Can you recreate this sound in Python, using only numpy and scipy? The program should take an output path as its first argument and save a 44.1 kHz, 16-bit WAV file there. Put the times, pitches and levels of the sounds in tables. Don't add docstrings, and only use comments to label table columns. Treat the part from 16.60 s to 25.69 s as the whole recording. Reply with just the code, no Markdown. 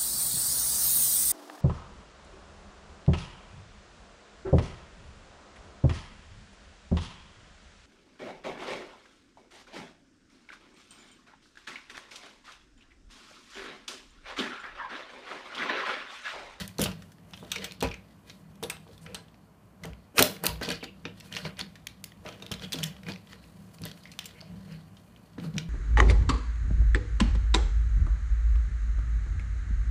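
import sys
import numpy as np
from scipy import signal
from scipy.fft import rfft, irfft, next_fast_len
from scipy.io import wavfile
from scipy.ndimage import uniform_filter1d, map_coordinates

SR = 44100
rng = np.random.default_rng(int(sys.argv[2]) if len(sys.argv) > 2 else 0)


def level_to_linear(level):
    exponent = np.asarray(level, float) / 20
    return 10 ** exponent


def output_pcm(signal):
    pcm = np.clip(np.atleast_2d(signal).T, -1, 1) * 32767
    wavfile.write(sys.argv[1], SR, np.round(pcm).astype(np.int16))


N = 400869

# start in seconds, peak in dB, strongest panel tone in Hz, brightness in dB.
SNAPS = [(.5841, -48, 1800, -26), (1.2062, -27, 4030, -6), (3.6034, -23, 3560, -2), (3.6246, 0, 3880, -1.5),
         (3.8385, -13, 4500, 6), (3.8565, -14.5, 12500, -2), (3.8663, -8, 4130, -3),
         (4.0483, -31, 2860, -24), (4.089, -22.5, 3200, -11), (4.1035, -17, 4470, -12.5),
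         (4.1158, -24, 3150, -11), (4.6008, -35.5, 4140, -2.5), (4.7256, -27, 3180, -12.5),
         (4.76, -26, 4240, -17), (4.9917, -26, 10500, -12), (5.4411, -21.5, 4460, -3.5),
         (5.8976, -54.5, 2330, -25), (5.9394, -27, 4040, -13), (5.996, -34.5, 3260, -29),
         (6.2385, -19, 3370, -5), (6.366, -39, 3200, -41), (6.4661, -35, 2390, -51),
         (6.7312, -33, 1850, -31), (7.2186, -34.5, 10300, -7), (7.2372, -28.5, 4930, -16),
         (7.2534, -23.5, 2390, 0.5), (7.3148, -31, 3400, -15), (7.5901, -19.5, 3150, -10)]
# start in seconds, peak in dB, strongest panel tone in Hz,
# brightness in dB.
TICKS = [(.078, -27, 9000, -5), (.709, -44, 3070, -4), (1.1212, -28.5, 4030, -9.5),
         (1.3419, -29.5, 2400, -16), (2.168, -37.5, 3450, -31), (2.379, -42, 3500, -8.5),
         (2.7432, -48, 2420, -48), (3.2544, -29.5, 2770, -6), (3.5822, -7.5, 3730, -27),
         (3.5916, -4.5, 3100, -5.5), (3.8912, -29, 3080, -47), (3.957, -40, 2500, -25),
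         (4.0246, -28, 2000, -45), (4.0314, -25.5, 4500, -6), (4.2419, -24, 3760, -11.5),
         (4.7394, -27, 2960, -29), (3.333, -40.5, 2870, -19), (5.2696, -22.5, 3200, -9.5),
         (5.52, -40, 1870, -13), (5.8644, -29, 3420, -11), (6.0473, -33, 3150, -42),
         (6.2264, -34, 3200, -21), (6.4863, -27.5, 1860, -9.5), (6.56, -33, 2300, -40),
         (7.6433, -35, 2960, -8), (7.8125, -33, 4800, -21), (8.5625, -44, 3300, -29),
         (8.9815, -16.5, 5730, -21)]
# start in seconds, peak in dB, strongest panel tone in Hz, brightness in dB.
CLACKS = [(.04, -41, 2550, -16), (.2155, -14, 10440, -5.5), (.2383, -16, 4300, -5), (.2484, -28, 3800, -14),
          (.315, -35, 2860, -18), (.519, -46, 1650, -5.5), (.9175, -14, 3370, -9),
          (.9595, -20.5, 2400, -14.5), (1.698, -31, 3980, -22), (2.4623, -34.5, 2400, -57),
          (2.546, -26.5, 3650, -11.5), (3.5954, -8.5, 4030, -5), (4.0125, -30, 1800, -12),
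          (4.057, -30.5, 3190, -17.5), (4.851, -28, 2330, -49), (4.9929, -26, 3350, -23),
          (5.1557, -37, 1870, -12.5), (5.6492, -48, 1940, -9), (5.6616, -33, 2700, -54),
          (5.8225, -31.5, 3680, -12), (6.0206, -33.5, 4060, -26), (6.1222, -23, 4600, -11),
          (6.1873, -25.5, 3380, -9.5), (6.2315, -19.5, 3250, -10.5), (7.4361, -40, 4720, -11),
          (7.6568, -27, 7370, -6.5), (8.3688, -47, 3190, -17), (8.7826, -39, 1664, -26)]
# start in seconds, peak in dB, strongest panel tone in Hz,
# brightness in dB.
RATTLES = [(.0144, -37, 2610, -12), (.1945, -22.5, 1500, -6), (.2054, -25.5, 3270, -7),
           (.2277, -23, 3030, -4), (.2596, -22, 2930, -33), (.4215, -41, 1540, -11.5),
           (.7352, -33, 3020, -32), (1.0428, -21.5, 3400, -8.5), (1.2256, -23, 2470, -8),
           (1.3129, -30, 2470, -62), (2.028, -30, 3000, -5), (2.0365, -24, 3720, -10),
           (2.0988, -19.5, 2370, -5.5), (3.236, -30.5, 2000, -12), (4.453, -23.5, 2500, -40),
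           (4.7656, -22.5, 2820, -23), (5.0029, -26.5, 4300, -17.5), (5.9158, -21, 2930, -9),
           (6.0328, -52, 3240, -37), (6.1305, -18.5, 3480, -8), (7.4555, -35, 2140, -35),
           (7.517, -35, 4200, -9), (8.9825, -29, 3710, -16)]
# start in seconds, peak in dB, strongest panel tone in Hz,
# brightness in dB.
TAPS = [(.007, -34, 3930, -21), (.092, -40, 2800, -39), (.184, -24, 4170, -8), (.775, -41, 3280, -30),
        (.849, -42, 3800, -25), (.983, -30, 4300, -22), (1.111, -31, 3820, -21), (1.2105, -26, 3760, -16),
        (1.245, -28, 2500, -17), (1.272, -33, 4540, -22), (1.286, -34, 3480, -28), (1.956, -52, 3500, -8),
        (2.277, -50, 3200, -25), (2.313, -51, 3500, -25), (2.333, -46, 4040, -27), (2.683, -50, 3000, -15),
        (3.5962, -11, 1740, -9), (3.765, -38, 2300, -27), (4.05, -27, 4840, -23),
        (4.058, -29.5, 4700, -15.5), (4.123, -26.5, 3180, -12), (4.445, -49, 2240, -25),
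        (4.607, -35.5, 4300, -20), (4.75, -28, 4300, -14), (4.776, -34, 2880, -25), (4.787, -30, 3200, -20),
        (4.97, -42, 4400, -22), (5.011, -21, 4370, -17.5), (5.6887, -31.5, 3380, -23),
        (5.7251, -41, 4600, -19), (5.8, -45, 2820, -24), (5.923, -25.5, 3050, -19),
        (6.157, -26.5, 4300, -20), (6.433, -40, 1880, -12), (6.52, -28, 4730, -35), (6.536, -36, 3270, -29),
        (6.672, -44, 3600, -20), (6.84, -44, 2420, -26), (7.067, -56, 5140, -13), (7.185, -41, 4900, -27),
        (7.3747, -47, 2010, -20), (7.473, -48, 4920, -20), (7.537, -44, 2500, -15), (7.807, -38, 4460, -25),
        (7.829, -49, 3500, -33), (8.123, -43, 5030, -21.5), (8.733, -56.5, 4680, -27.5),
        (8.799, -36.5, 3130, -25.5), (8.94, -47, 4150, -23), (8.967, -36.5, 4020, -25)]
SNAP_S, TICK_S, CLACK_S, RATTLE_S, TAP_S = 0.018, 0.015, 0.045, 0.051, 0.02

# start in seconds, length in seconds, peak in dB, pitch in Hz.
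CREAKS = [(0.196, 0.022, -26.5, 465), (0.782, 0.055, -48.5, 3530), (0.923, 0.035, -32, 2740),
          (0.918, 0.027, -39, 1400), (0.959, 0.071, -39, 450), (1.228, 0.031, -27, 800),
          (1.23, 0.018, -27.5, 540), (1.232, 0.029, -29.5, 2480), (1.321, 0.036, -39.5, 2440),
          (2.03, 0.016, -33, 490), (2.033, 0.0062, -28, 10200), (2.261, 0.068, -51, 465),
          (2.411, 0.036, -48, 8640), (2.41, 0.033, -58, 6160), (2.468, 0.071, -50, 2500),
          (2.47, 0.056, -44, 490), (3.546, 0.041, -39, 570), (3.602, 0.011, -14.5, 449),
          (3.603, 0.024, -20.5, 605), (3.582, 0.014, -17, 1316), (3.871, 0.0383, -32, 980),
          (3.873, 0.077, -39, 4300), (4.012, 0.018, -34, 1590), (4.015, 0.027, -39, 574),
          (4.09, 0.033, -54, 490), (4.103, 0.0107, -28.5, 1650), (4.139, 0.02, -34.5, 4480),
          (4.205, 0.016, -41, 3000), (4.225, 0.01, -34, 2440), (4.253, 0.041, -44, 2750),
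          (4.462, 0.04, -42.5, 2940), (4.715, 0.02, -38.5, 1780), (5.648, 0.048, -36, 600),
          (5.66, 0.04, -42, 1250), (5.663, 0.093, -42.5, 3130), (5.733, .018, -49.5, 2410),
          (6.032, 0.02, -33.5, 3220), (6.145, 0.038, -59, 700), (6.233, 0.017, -38, 1770),
          (6.258, 0.015, -36, 6600), (6.475, 0.041, -45, 870), (6.703, 0.2, -57, 4120),
          (7.393, 0.044, -53.5, 4170), (7.466, 0.032, -48, 2100), (7.592, 0.057, -46, 3060),
          (7.75, 0.048, -49.5, 2210), (7.818, 0.0091, -46, 650), (8.094, 0.087, -59, 3900),
          (8.834, 0.033, -48, 1333), (8.836, 0.031, -46.5, 4100)]
CREAK_WIDTH, CREAK_EDGE_S, CREAK_SLIPS_PER_S = 0.07, 0.0023, 1600

# start in seconds, peak in dB.
PLUCKS = [
    (2.0343, -44),
    (2.0986, -32),
    (2.5443, -36),
]
# pitch in Hz, level in dB, seconds to fall by 60 dB.
SPRING_TONES = [(8130, 0, .03), (8150, -26, .33), (9900, -3, .015)]

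# start in seconds, peak in dB, thud in dB, brightness in dB per octave.
KNOCKS = [(0.191, -16.5, -4, -2), (0.257, -25, 7, 15), (0.827, -32.5, -14, 9), (0.955, -50, 15, 0.1),
          (1.225, -13.5, -37, 7), (2.0268, -24, -15, 8), (2.098, -29, -30, 23), (2.267, -41.5, -12, 8),
          (2.545, -32.5, -33, 17), (3.248, -28.5, -7, 7.5), (3.544, -39, -12, -9), (3.584, -26, 5, -5),
          (3.592, -14, -27, 10), (3.6029, -15.5, -31.5, -5), (3.838, -21, -30, 13.5), (4.013, -24.5, -6, 1),
          (4.082, -22, -11, 1), (4.228, -29, -10, -3), (4.454, -29, -14, -3), (4.852, -26.5, -30, 9),
          (5.009, -38.5, -2, -4.5), (5.656, -32, 1, 12.5), (5.824, -36.5, 0, 8), (5.912, -29.5, 8.5, 6),
          (6.141, -27.5, -4, -3), (6.48, -36.5, -9, -3), (7.212, -38.5, 13, -9), (7.252, -37.5, -13, 6),
          (8.78, -28.5, -6, -10), (8.841, -32.5, -16, -5), (8.957, -34.5, -6, -6)]
# start in seconds, peak in dB.
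ROCKS = [
    (0, -40.5),
    (.24, -43),
    (1.228, -29),
    (3.285, -39.5),
    (3.875, -32.5),
    (3.925, -37.5),
    (4.099, -44),
    (5.58, -46.5),
    (5.926, -38),
]
# start in seconds, peak in dB.
BUMPS = [
    (.222, -30),
    (6.226, -34),
    (8.862, -31.5),
    (8.957, -31.5),
    (8.99, -37),
    (9.05, -33),
]
# pitch in Hz, width in Hz, level in dB.
TABLE_TOP = [(262, 33, 4.5), (333, 35, 3.5), (463.6, 32, 5), (603, 34, 0.5), (678, 7.3, -1),
             (771, 20, -3.5), (997, 13, -4.5), (1110, 24, -10.5), (1480, 540, -17)]
# pitch in Hz, width in Hz, level in dB.
TABLE_LEGS = [(59.7, 7.9, -1.6), (105.3, 14, 1)]
# pitch in Hz, width in Hz, level in dB.
TABLE_BOARD = [(159.2, 5.7, 0.5), (192.9, 11, -1.9)]

# pitch in Hz, width in Hz, level in dB.
PANEL_TONES = [(1500, 1000, -8.5), (2000, 83, 2.5), (2470, 42, 2), (2960, 1900, -2.5), (4030, 53, -5),
               (4300, 490, -1.5), (4940, 690, -12.5)]
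# frequency in Hz, level in dB per Hz.
RUB_COLOUR = [(500, -44.5), (1000, -15), (1600, 6.5), (3000, 17), (4500, -17), (9000, -50), (16000, -41.5)]
# frequency in Hz, level in dB per Hz.
SKIN_COLOUR = [(2000, -33), (6000, -3.5), (10000, -3), (16000, -9.5)]
# time in seconds, activity in dB.
FINGERS = [(0, -3), (.43, 8.5), (.56, -7), (.8, 12), (1.1, -15), (1.4, -5), (2.45, 2), (2.72, -12.5),
           (3.15, -8.5), (3.9, -6), (4.3, -4), (4.75, 2.5), (5.3, -2), (5.95, 0.5), (6.66, 0), (6.9, 6),
           (8.2, 0.5), (8.5, 0.5)]
# level in dB at an activity of 0 dB, dB per dB of activity.
PANEL_RUB, SKIN_HISS, FOOT_DRAG, TABLE_SWAY = (-71.5, 0.51), (-75, 0.91), (-73.5, 0.77), (-57.5, 0.56)
# middle in seconds, half length in seconds, rub in dB,
# hiss in dB.
SLIDES = [(0, 0.037, -38, -45), (0.986, 0.082, -53.5, -77), (1.053, 0.037, -45.5, -68),
          (1.134, 0.015, -60, -63), (1.239, 0.014, -36.5, -72), (1.699, 0.03, -59.5, -63),
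          (2.436, 0.015, -82, -66), (3.597, 0.02, -24.5, -25), (3.667, 0.042, -45, -39.5),
          (3.857, 0.018, -33.5, -44), (4.041, 0.014, -38, -67), (4.115, 0.037, -38.5, -72),
          (4.243, 0.0095, -40, -75), (4.661, 0.019, -58, -63.5), (4.585, 0.015, -64, -70),
          (4.782, 0.053, -47, -57.5), (4.869, 0.023, -44.5, -86), (5.004, 0.023, -45, -71),
          (5.689, 0.021, -53.5, -68), (6.039, 0.024, -45, -63.5), (6.2, 0.076, -50, -59),
          (6.502, 0.03, -41.5, -74), (6.724, 0.027, -55.5, -71), (7.146, 0.0087, -60, -55.5),
          (7.262, 0.024, -46, -88.5), (7.774, 0.26, -66, -92), (8.126, 0.04, -56.5, -78),
          (8.85, 0.04, -55.5, -68.5)]
SLIDE_TAIL = 0.84
# strongest moment in seconds, board sway in dB, drag of the feet in
# dB, seconds to fade by 60 dB.
SHOVES = [(0, -33, -75, 0.2), (0.228, -26.5, -36.5, 0.25), (1.0, -47, -82, 0.74), (1.24, -38.5, -45, 0.4),
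          (2.03, -47, -83, 0.42), (2.46, -50.5, -57.5, 0.97), (3.248, -39, -50.5, 0.29),
          (3.62, -34, -33.5, 0.42), (3.85, -43.5, -48, 1.06), (4.097, -38, -47, 0.13),
          (4.451, -40.5, -83, 0.34), (4.729, -45.5, -76, 0.44), (4.86, -35.5, -58, 0.18),
          (5.01, -47.5, -68.5, 0.51), (5.66, -66.5, -52.5, 1.4), (6.03, -39, -78, 0.38),
          (6.19, -41.5, -52.5, 0.69), (6.491, -37, -70, 0.29), (7.241, -47.5, -79, 0.22),
          (7.92, -42.5, -65, 0.83), (8.14, -43, -71.5, 0.25), (8.798, -36, -67, 0.27),
          (8.83, -39.5, -60, 0.31), (8.961, -34, -52, 0.32)]
SHOVE_RISE_DB_PER_S = 548.5

# frequency in Hz, seconds to fall by 60 dB.
WALL_RING = [(200, 0.25), (1000, 0.21), (3000, 0.33), (8000, 0.18), (15000, 0.26)]
# frequency in Hz, level in dB per Hz.
HUM_COLOUR = [(12, -53), (20, -25.5), (109, -16.5), (191, -2), (372, -14.5), (534, -19), (631, -14.5),
              (857, -20), (1070, -17), (1670, -28.5), (4310, -39.5), (13900, -40.5), (15500, -49.5)]
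HUM_DB = -56
TOP_HZ = 15300


def unit(x):
    return x / np.sqrt(np.mean(x ** 2) + 1e-20)


def along(points, hz):
    f, value = np.transpose(points)
    return np.interp(np.log(hz + 1), np.log(f + 1), value)


def filtered(x, response):
    size = next_fast_len(x.shape[-1] + 8192)
    spectrum = rfft(x, size) * response(np.fft.rfftfreq(size, 1 / SR))
    return irfft(spectrum, size)[..., :x.shape[-1]]


def resonant(modes):
    def response(f):
        total = 0
        for k, (hz, width, db) in enumerate(modes):
            sign = (-1) ** k
            total = total + sign * level_to_linear(db) * 1j * f * width / (hz * hz - f * f + 1j * f * width)
        return total
    return response


def placed(times, peak_db, shapes):
    shapes = shapes * (level_to_linear(peak_db) / np.abs(shapes).max(axis=1))[:, None]
    at = np.round(times * SR).astype(int)[:, None] + np.arange(shapes.shape[1])
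    return np.bincount(at.ravel(), shapes.ravel(), N + SR)[:N]


def grit(rate, spread_db):
    luck = rng.random((3, N))
    happens = luck[0] < rate / SR
    size = level_to_linear(-spread_db * np.log(luck[2] + 1e-3))
    return happens * np.sign(luck[1] - .5) * size


def wobble(rate):
    knots = rng.standard_normal(int(N * rate / SR) + 4)
    return map_coordinates(knots, [np.arange(N) * rate / SR])


def snaps(count=10):
    kinds = (SNAPS, SNAP_S), (TICKS, TICK_S), (CLACKS, CLACK_S), (RATTLES, RATTLE_S), (TAPS, TAP_S)
    blows = [(*row, t60) for rows, t60 in kinds for row in rows]
    s, db, hz, bright_db, t60 = (c[:, None] for c in np.transpose(blows))
    t = np.arange(SR // 25) / SR
    luck = rng.random((len(s), 2 * count + len(t)))
    fade = level_to_linear(-60 * t / np.clip(t60, .003, .07)) * (1 - np.exp(-t / 0.00022))
    chatter = (luck[:, 2 * count:] - .5) ** 3 * fade
    chatter = chatter * (1 + 2.6 * np.exp(-t / 0.00026))

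    def tilt_db(f):
        return (bright_db + 4.0) * np.clip((f - 5500) / 4000, 0, 1.2)

    def average(f):
        return level_to_linear(tilt_db(f)) * (f / (f + 800)) ** 2

    def damped(f):
        small = 1j * f / (1j * f + 0.2 * np.minimum(hz, 4000))
        soft_hz = 14000 * level_to_linear(1.1 * np.minimum(bright_db, 0))
        return small ** 2 / (1 + 1j * f / soft_hz)

    modes = [(hz, 350, 5)]
    for k in range(count):
        mode_hz = 1000 + 1400 * (k + luck[:, [k]])
        mode_db = tilt_db(mode_hz) - 3 - 8 * luck[:, [count + k]]
        modes.append((mode_hz, 300 + 0.017 * mode_hz, mode_db))
    panels, blurred = resonant(modes), resonant([(hz, 900, -3)])
    near = filtered(chatter, lambda f: (panels(f) + level_to_linear(-1.5) * average(f)) * damped(f))
    spread = filtered(chatter, lambda f: (average(f) + blurred(f)) * damped(f) / (1 + f / 12000))
    return placed(s[:, 0] - .0002, db[:, 0], near), placed(s[:, 0], db[:, 0], spread)


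def creaks():
    s, length, db, hz = (c[:, None] for c in np.transpose(CREAKS))
    t = np.arange(SR // 5) / SR
    luck = rng.random((len(s), 2, len(t)))
    slips = (luck[:, 0] < CREAK_SLIPS_PER_S / SR) * (luck[:, 1] - .5)
    fade_in = np.clip(t / CREAK_EDGE_S, 0, 1)
    fade_out = np.clip((length - t) / CREAK_EDGE_S + 1, 0, 1)
    mode = resonant([(hz, CREAK_WIDTH * hz * (hz / 500) ** 0.25, 0)])
    broad = resonant([(hz, 1.1 * hz, 0)])
    singing = filtered(slips * fade_in * fade_out, lambda f: mode(f) * broad(f))
    return placed(s[:, 0], db[:, 0], singing)


def spring():
    s, db = np.transpose(PLUCKS)
    t = np.arange(SR // 3) / SR
    ring = sum(level_to_linear(level - 60 * t / t60) * np.sin(2 * np.pi * hz * t) for hz, level, t60 in SPRING_TONES)
    noise = rng.standard_normal((len(s), len(t)))
    buzz = unit(uniform_filter1d(noise, size=55, axis=1))
    return placed(s + .001, db + 8, ring * (1 + .8 * buzz))


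def handling():
    rub_gain, hiss_gain, drag_gain, sway_gain = efforts()
    drag_gain = drag_gain + level_to_linear(-4.0) * rub_gain
    clumps = level_to_linear(2.6 * wobble(120))
    scrape = clumps * grit(2300, spread_db=2.0)
    ring = np.zeros(N)
    for k, mode in enumerate(PANEL_TONES):
        grip = level_to_linear(4 * wobble(13))
        ring += (-1) ** k * grip * filtered(scrape, resonant([mode]))
    ring = filtered(ring, lambda f: 1 / (1 + 1j * f / 6000) ** 2)
    plain_scrape = filtered(scrape, lambda f: level_to_linear(along(RUB_COLOUR, f)))
    rub = unit(unit(ring) + 0.8 * unit(plain_scrape))
    brushing = clumps ** 0.64 * level_to_linear(2.1 * wobble(14)) * grit(10000, spread_db=2.5)
    hiss = unit(filtered(brushing, lambda f: level_to_linear(along(SKIN_COLOUR, f))))
    top = resonant(TABLE_TOP)
    drag = unit(filtered(grit(2500, spread_db=1.5), lambda f: top(f) * (f / (f + 500)) ** 2))
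    sway = unit(filtered(grit(900, spread_db=2.0), resonant(TABLE_BOARD)))
    shaking = unit(filtered(rng.standard_normal(N), resonant(TABLE_LEGS)))
    tremble = level_to_linear(-29.5) * sway_gain ** 0.52 * shaking
    return tremble + rub_gain * rub + hiss_gain * hiss + drag_gain * drag + sway_gain * sway


def efforts():
    t = np.arange(0, N / SR + .002, .001)
    busy_db = np.interp(t, *np.transpose(FINGERS))
    driven = PANEL_RUB, SKIN_HISS, FOOT_DRAG, TABLE_SWAY
    rub, hiss, drag, sway = (level_to_linear(db + slope * busy_db) for db, slope in driven)
    middle, half, rub_db, hiss_db = np.transpose(SLIDES)
    past = (t[:, None] - middle) / half
    swell = np.exp(-np.where(past < 0, past ** 2, past / SLIDE_TAIL))
    s, sway_db, drag_db, t60 = np.transpose(SHOVES)
    since = t[:, None] - s
    shove = level_to_linear(np.where(since < 0, SHOVE_RISE_DB_PER_S, -60 / t60) * since)
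    rub, hiss = rub + swell @ level_to_linear(rub_db), hiss + swell @ level_to_linear(hiss_db)
    drag, sway = drag + shove @ level_to_linear(drag_db), sway + shove @ level_to_linear(sway_db)
    return [np.interp(np.arange(N) / SR, t, gain) for gain in (rub, hiss, drag, sway)]


def knocks():
    s, db, thud_db, tilt_db = np.transpose(KNOCKS)
    t = np.arange(SR // 3) / SR
    push = np.tile(np.exp(-((t - .001) / 0.00031) ** 2), (len(s), 1))
    scuff = .25 * level_to_linear(-60 * (t - .003) / .12) * (t > .003) * rng.standard_normal(push.shape)
    direct = 0.51 * filtered(push, lambda f: 1j * f / (250 + 1j * f))
    struck = resonant([(hz, w, level + tilt_db[:, None] * np.log2(hz / 460)) for hz, w, level in TABLE_TOP])
    ringing = filtered(push + scuff, lambda f: struck(f) / (1 + 1j * f / 2500))
    top = placed(s, db - 2.0, direct + ringing)
    thud = placed(s, db + thud_db - 9.0, filtered(push + scuff, resonant(TABLE_LEGS + TABLE_BOARD)))

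    s, db = np.transpose(ROCKS)
    shove = np.tile(np.exp(-((t - .012) / .004) ** 2), (len(s), 1))
    rock = placed(s, db, filtered(shove, resonant(TABLE_LEGS)))

    s, db = np.transpose(BUMPS)
    swing = np.sin(2 * np.pi * TABLE_BOARD[0][0] * t) * level_to_linear(-60 * t / 0.16) * (1 - np.exp(-t / .008))
    bump = placed(s, db, np.tile(swing, (len(s), 1)))
    return top + thud + rock + bump


def walls(x, count=5):
    out = np.zeros(N)
    turn = (np.arange(N) * 7 // SR) % count
    for k in range(count):
        hz, t, noise = signal.stft(rng.standard_normal(SR // 2), SR, nperseg=256)
        fading = noise * level_to_linear(-60 * t / along(WALL_RING, hz)[:, None])
        tail = signal.istft(fading, SR, nperseg=256)[1]
        tail = np.pad(tail / np.linalg.norm(tail), (500, 0))
        out += signal.fftconvolve(x * (turn == k), tail)[:N]
    return out


def hum():
    noise = filtered(rng.standard_normal(N), lambda f: level_to_linear(along(HUM_COLOUR, f)))
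    return level_to_linear(HUM_DB - 3.5) * unit(noise)


def scene():
    near, spread = snaps()
    table, steel, creak = knocks(), spring(), creaks()
    echo = walls(level_to_linear(-11) * spread + level_to_linear(-3) * table + level_to_linear(-15) * steel + level_to_linear(-9) * creak)
    return (near + steel + table + creak + echo + handling() + hum())[None]


def low_pass(x):
    return signal.sosfilt(signal.butter(12, 16490, fs=SR, output="sos"), x)


def record(dry):
    heard = filtered(dry, lambda f: 1 / (1 + (f / TOP_HZ) ** 150) + level_to_linear(-36))
    return low_pass(np.clip(heard, -1, 1))


dry = scene()
out = record(dry)
output_pcm(out)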